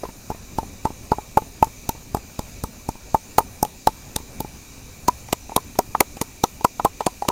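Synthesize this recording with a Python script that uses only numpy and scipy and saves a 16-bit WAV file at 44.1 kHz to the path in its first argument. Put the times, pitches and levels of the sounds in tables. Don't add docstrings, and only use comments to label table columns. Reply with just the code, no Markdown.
import sys
import numpy as np
from scipy import signal
from scipy.fft import rfft, irfft
from scipy.io import wavfile
from scipy.ndimage import uniform_filter1d

SR = 44100
rng = np.random.default_rng(int(sys.argv[2]) if len(sys.argv) > 2 else 0)


def transcribe(u):
    v = np.clip(np.atleast_2d(u).T, -1, 1)
    q = np.round(v * 32767).astype(np.int16)
    wavfile.write(sys.argv[1], SR, q)


N = 322371


def gain_of(db):
    return 10 ** (np.asarray(db) / 20)


def evened(x):
    return x / np.sqrt(np.mean(x ** 2) + 1e-20)


def read(points, hz):
    f, db = np.transpose(sorted(points))
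    return np.interp(np.log(hz + 1), np.log(f + 1), db)


def coloured(noise, db):
    return evened(irfft(rfft(noise) * gain_of(db), len(noise)))


def add(mix, s, sound):
    part = mix[round(s * SR):][:len(sound)]
    part += sound[:len(part)]


def background(spectrum, db, patchy_db, swell_db):
    size = 1024
    air_hz = 15820
    spectrum = list(spectrum) + [(air_hz, spectrum[-1][1]), (air_hz + 40, -120)]
    frames = 4 * N // size + 5
    hz = np.fft.rfftfreq(size, 1 / SR)
    real, imaginary, patches = rng.standard_normal((frames, len(hz), 3)).T
    swell = evened(uniform_filter1d(patches[0], size=24))
    patches = uniform_filter1d(patches, size=8, axis=0)
    patches = evened(uniform_filter1d(patches, size=12, axis=1))
    level_db = read(spectrum, hz)[:, None] + patchy_db * patches + swell_db * swell
    spectra = (real + 1j * imaginary) * gain_of(level_db)
    noise = signal.istft(spectra, nperseg=size, noverlap=size - size // 4)[1][:N]
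    return gain_of(db) * evened(noise)


# frequency in Hz, relative level in dB per Hz.
RUMBLE_SPECTRUM = [(8.8, -30), (15, 9), (33, -2.5), (103, -6), (134, -13.5), (248, -10), (351, -21.5),
                   (389, -15.5), (440, -23), (477, -19.5), (676, -21.5), (829, -23), (2000, -32.5),
                   (2600, -46), (4400, -120)]


def rumble():
    return background(RUMBLE_SPECTRUM, -42.5, patchy_db=1.8, swell_db=1.2)


# frequency in Hz, relative level in dB per Hz.
INSECT_SPECTRUM = [(1120, -68), (1900, -3.5), (2140, -11.5), (2300, 7.5), (2720, -1), (3140, -8),
                   (3310, -7.5), (3470, -7), (3880, 1), (4240, -3.5), (4760, -1.5), (5320, -2.5),
                   (6130, 3.5), (7090, 3), (7700, -4.5), (10000, -36), (16900, -120)]


def insects():
    return background(INSECT_SPECTRUM, -48, patchy_db=1.5, swell_db=.5)


# frequency in Hz, relative level in dB per Hz.
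HISS_SPECTRUM = [(4530, -44), (7700, -11), (8310, 1), (8690, 1), (9030, -4), (9390, 0.5), (9780, 0),
                 (10700, -3.5), (11400, -5), (13300, 1.5), (13800, -10), (14400, 4.5), (15600, -6)]


def hiss():
    return background(HISS_SPECTRUM, -53.5, patchy_db=2.5, swell_db=-0.9)


def swing(t, hz, t60, rise):
    after = np.maximum(t, 0)
    build_up = np.exp(np.minimum(t, 0) / rise)
    sharp = build_up * np.cos(2 * np.pi * hz * after) * gain_of(-60 * after / t60)
    return uniform_filter1d(uniform_filter1d(sharp, size=13), size=13)


def ring(t, hz, t60, rise, turn, sag=0, sag_s=0.0009):
    lead = .5 / hz
    since = np.maximum(t + lead, 0)
    bend = sag * sag_s * (np.exp(-since / sag_s) - np.exp(-lead / sag_s))
    cycles = hz * (t + bend) + turn
    swell_in = 1 - np.exp(-(since / rise) ** 2)
    return swell_in * np.cos(2 * np.pi * cycles) * gain_of(-60 * since / t60)


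CONTACT_S = 0.00046


def hollow_ring(t, db, hz, t60, hold_s, step_db):
    stepped = 1 / (1 + np.exp(np.clip((hold_s - t) / 0.00011, -50, 50)))
    return gain_of(db + step_db * stepped) * ring(t, hz, t60, CONTACT_S, turn=0, sag=0.34)


def air_thud(t, db, sucked_back):
    push = swing(t, 297, 0.0071, rise=0.0011)
    suck = swing(t - .0012, 173, 0.0039, rise=0.0017)
    return gain_of(db) * (push - sucked_back * suck)


def foot_ring(t, db, turn):
    return gain_of(db) * ring(t - .002, 433.5, 0.031, 0.0011, turn)


def ground_boom(t, thud_db, offset_db):
    boom_db = -28.5 + .55 * thud_db + offset_db
    return -gain_of(boom_db) * swing(t - .004, 29, 0.05, rise=0.0069)


# frequency in Hz, relative level in dB, t60 in seconds.
WOOD_MODES = [(1010, -13.5, 0.044), (1244, -2, 0.018), (1365, -19, 0.016), (1715, -28, 0.02),
              (718, -11, 0.024), (959.5, -5, 0.034), (1975, -31.5, 0.035)]


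def wood_ring(t, wood_db, chance):
    total = np.zeros(len(t))
    for (hz, db, t60), c in zip(WOOD_MODES, chance):
        uneven_db = 3.5 * c
        total += gain_of(wood_db + db + uneven_db) * ring(t, hz, t60, 4.7 * CONTACT_S, 0.29 * c)
    return total


# frequency in Hz, relative level in dB per Hz.
RATTLE_SPECTRUM = [(200, -24), (400, 1), (700, -3), (950, -5), (1300, -4.5), (1700, -28), (3000, -31)]


def grit_rattle(t, db, noise):
    after = np.maximum(t, 0)
    hz = np.fft.rfftfreq(len(noise), 1 / SR)
    onset = 1 - np.exp(-after / 0.00045)
    return coloured(noise[::-1], read(RATTLE_SPECTRUM, hz)) * gain_of(db - 60 * after / 0.05) * onset


# frequency in Hz, relative level in dB per Hz before brightness and unevenness.
CRUSH_SPECTRUM = [(880, 2.5), (1500, -16), (1930, -12), (2840, -10), (4830, 0), (5500, 0.5), (6270, 2),
                  (7500, 2.5), (13700, 6), (15100, 5), (16400, -9)]


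def food_crush(t, db, tilt_db, crush_s, noise, chance):
    hz = np.fft.rfftfreq(len(noise), 1 / SR)
    uneven_db = 4 * np.interp(hz, np.linspace(0, SR / 2, len(chance)), chance)
    brightness_db = tilt_db * np.log2(np.maximum(hz, 1800) / 7000)
    cuts_db = -40 * (hz < 900) - 9 * (hz > 15700)
    crackle = coloured(noise, read(CRUSH_SPECTRUM, hz) + brightness_db + uneven_db + cuts_db)
    peak_s = .0005
    width_s = crush_s * np.where(t < peak_s, 1.2, .9)
    squeeze = np.exp(-(abs(t - peak_s) / width_s) ** 2.14)
    ooze_db = -39 + 0.2 * db
    ooze = gain_of(ooze_db - 60 * np.maximum(t, 0) / 0.18) * (t > 0)
    return crackle * (gain_of(db) * squeeze + ooze)


# contact in seconds,
# hollow ring level in dB, its pitch in Hz as the pestle fills the bowl, its t60 in seconds,
# its hold in seconds, then its level step in dB, thud in dB, foot ring in dB,
# wood in dB, rattle in dB, crush in dB, crush brightness in dB per octave.
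BLOW_ROWS = [(0.035, -16.5, 640, 0.043, 0.0021, -28, -33, -16, -21, -35, -44, -11),
             (0.303, -16, 844, .043, 0.0024, -4, -14.5, -39, -46, -31.5, -41, -10),
             (0.586, -10.5, 898, .064, 0.0051, -5, -11, -28, -34, -29, -34, -9.5),
             (0.854, -9, 896, 0.071, 0.0087, -6.5, -8, -32, -15.5, -38, -30.5, -12),
             (1.119, -6, 872, 0.033, 0.0027, 2.5, -6, -24, -11.5, -20, -29, -12),
             (1.373, -0.5, 872, 0.056, 0.0077, -6, -9, -27, -22, -13, -27.5, -5),
             (1.627, 2.5, 893, 0.048, .006, -5.5, -6.5, -21.5, -3.5, -21, -22, -10),
             (1.893, -14.5, 900, 0.076, 0.0075, -10.5, -11, -36, -21, -30, -18, -4.5),
             (2.148, -10.5, 854, 0.043, 0.0043, -7, -8.5, -19, -9.5, -38, -25.5, -3.5),
             (2.393, -23, 840, 0.091, 0.0033, -10, -12, -23, -46, -32, -25.5, -7),
             (2.639, -23, 884, .063, 0.0058, -4, -12, -24, -18, -29.5, -29, -4),
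             (2.89, -14, 890, 0.04, .004, -7, -10.5, -50, -54, -34, -29.5, -5),
             (3.146, -2, 890, 0.074, 0.0064, -12.5, -9, -27, -4.5, -18.5, -30.5, -6.5),
             (3.384, 3, 893, 0.076, .0042, -12.5, -10.5, -40, 2, -14.5, -10.5, -5),
             (3.629, -5, 856, 0.054, 0.0052, -7, -8.5, -37, -41, -32, -13, 1.5),
             (3.873, 1, 875, 0.05, 0.0045, -6, -9, -36, -31, -16.5, -18.5, -6),
             (4.163, -21, 877, 0.028, 0.0036, 8, -13.5, -25, -39, -35, -16, -6),
             (4.405, -18.5, 880, 0.051, 0.0072, -4, -15, -21, -53, -43, -26.5, 0.5),
             (5.084, -2.5, 990, 0.079, .0125, -17, -10.5, -18, -11, -38, -19.5, -6.5),
             (5.33, -5.5, 780, .021, 0.0021, -26, -10.5, -24, -11.5, -33, -15.5, -9),
             (5.565, -1.5, 830, 0.015, .0026, -10, -8.5, -14, -31, -28, -10, -5),
             (5.79, -2, 750, 0.043, 0.0018, -13, -10, -19, -39, -20.5, -16.5, -3),
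             (5.951, -7.5, 892, 0.04, 0.0056, -8, -56, -41, -12.5, -25, -16.5, -21.5),
             (6.007, -2.5, 837, 0.019, 0.0032, 3, -12.5, -9, -5, -12, -4.5, -8),
             (6.215, -21.5, 920, 0.042, 0.0047, 1, -10, -14, -30, -27.5, -18, -8),
             (6.439, -0.5, 923, 0.033, 0.0029, -26, -6, -22, -5.5, -17.5, -15, -6),
             (6.648, 5.5, 934, 0.018, 0.0033, -16, -9.5, -13.5, 1.5, -26, -16.5, -7),
             (6.798, -6.5, 910, 0.021, .0045, -13, -43, -44, -10.5, -27.5, -28.5, -18.5),
             (6.85, -2, 819, 0.05, 0.0016, -3, -9, -7, -31, -13.5, -20, -5.5),
             (7.007, -8.5, 890, 0.05, 0.0018, -8, -48, -23, -12, -33, -31.5, -11),
             (7.067, -4, 750, 0.052, 0.0011, -11, -11, -25, -30, -26, -15.5, -7.5),
             (7.223, -12, 820, 0.05, 0.004, -2.5, -46, -33, -50, -44, -31, -12.5),
             (7.287, -14, 1070, .055, 0.0029, -16, -8.5, -13, -26, -18.5, -16.5, -8)]
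# time in seconds,
# share of the air sucked back from 0 to 1, ground boom offset in dB, crush length scale in seconds.
UNEVEN_POUNDING = [(0, 0, 9, 0.0082), (1.2, 0.06, 5, 0.0026), (1.7, 0, -15, 0.0022), (2.6, 0, 14, 0.0023),
                   (3.1, 0, 10, 0.0035), (3.502, 0.34, 3, 0.0016), (3.9, 0.4, 7, 0.0022),
                   (4.2, 0, 7.5, 0.0026), (5.1, 0.75, -3, 0.004), (5.5, 0.9, -6, 0.0026),
                   (6.1, 0.5, 0, 0.0021), (6.496, .45, -20, 0.0029), (7.3, 0.54, -14, 0.003)]


def blow(row, noise, chance):
    (s, ring_db, ring_hz, ring_t60, hold_s, step_db,
     thud_db, foot_db, wood_db, rattle_db, crush_db, tilt_db) = row
    times, *settings = np.transpose(UNEVEN_POUNDING)
    sucked_back, ground_db, crush_s = (np.interp(s, times, setting) for setting in settings)
    lead = .012
    t = np.arange(len(noise)) / SR - lead
    sound = hollow_ring(t, ring_db, ring_hz, ring_t60, hold_s, step_db)
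    sound += air_thud(t, thud_db, sucked_back)
    sound += foot_ring(t, foot_db, turn=chance[-1])
    sound += ground_boom(t, thud_db, ground_db)
    sound += wood_ring(t, wood_db, chance)
    sound += grit_rattle(t, rattle_db, noise)
    sound += food_crush(t, crush_db, tilt_db, crush_s, noise, chance)
    return s - lead, sound


# contact in seconds, hollow ring level in dB,
# its pitch in Hz, thud in dB, crush in dB.
REBOUND_ROWS = [(0.053, -22, 1020, -29, -52), (0.09, -33, 920, -24, -59), (0.316, -22.5, 920, -21, -57),
                (0.348, -34, 680, -28, -53), (0.631, -25.5, 790, -23, -60), (0.869, -21, 970, -31, -52),
                (0.905, -29.5, 865, -19, -61), (1.133, -19, 996, -32, -54), (1.185, -17, 847, -19.5, -64),
                (1.422, -28.5, 860, -22, -48), (1.645, -28, 890, -32, -28.5), (1.671, -31, 880, -25, -57),
                (1.951, -35.5, 900, -29, -65), (2.17, -24, 830, -22, -33.5), (2.955, -42, 900, -30, -59),
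                (3.39, -29, 870, -40, -17), (3.405, -15.5, 930, -22, -46), (3.65, -17.5, 837, -27, -31),
                (3.891, -39, 896, -21, -38), (4.187, -47, 915, -46, -48), (4.203, -40, 875, -26, -54),
                (4.448, -26, 850, -19, -54), (5.287, -30.5, 830, -43, -40), (5.495, -26, 810, -36, -46),
                (5.52, -22, 900, -48, -49), (5.577, -13, 1034, -27, -36), (5.793, -9, 938, -54, -38),
                (5.755, -38, 900, -33, -45), (6.17, -28.5, 800, -26, -36.5), (6.221, -36, 1000, -48, -27),
                (6.61, -24, 886, -35, -44), (6.805, -29, 840, -42, -52), (6.856, -6, 1048, -49, -48),
                (7.012, -21, 850, -43, -42), (7.073, -15, 1000, -20, -48), (7.251, -23, 840, -52, -47),
                (7.301, -13.5, 964, -46, -50)]


def rebound(s, ring_db, ring_hz, thud_db, crush_db):
    t60, hold_s, step_db = 0.041, 0.0046, -2
    foot_db, wood_db, rattle_db = ring_db - 9, ring_db - 11.5, ring_db - 20
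    tilt_db = 5 + 0.41 * crush_db
    return (s, ring_db, ring_hz, t60, hold_s, step_db,
            thud_db, foot_db, wood_db, rattle_db, crush_db, tilt_db)


def scene():
    mortar = np.zeros(N)
    hits = list(BLOW_ROWS) + [rebound(*row) for row in REBOUND_ROWS]
    shape = (len(hits), 4096)
    grit = rng.standard_normal(shape) * gain_of(7.56 * rng.standard_normal(shape))
    chances = rng.standard_normal((len(hits), 24))
    for row, noise, chance in zip(hits, grit, chances):
        add(mortar, *blow(row, noise, chance))
    return (mortar + rumble() + insects() + hiss())[None]


def record(dry):
    knee, ceiling = 6, .94
    clipped = dry / (1 + abs(dry / ceiling) ** knee) ** (1 / knee)
    low_pass = signal.firwin(511, 16450, window=("kaiser", 9), fs=SR)
    return signal.oaconvolve(clipped, low_pass[None], "same")


dry = scene()
out = record(dry)
transcribe(out)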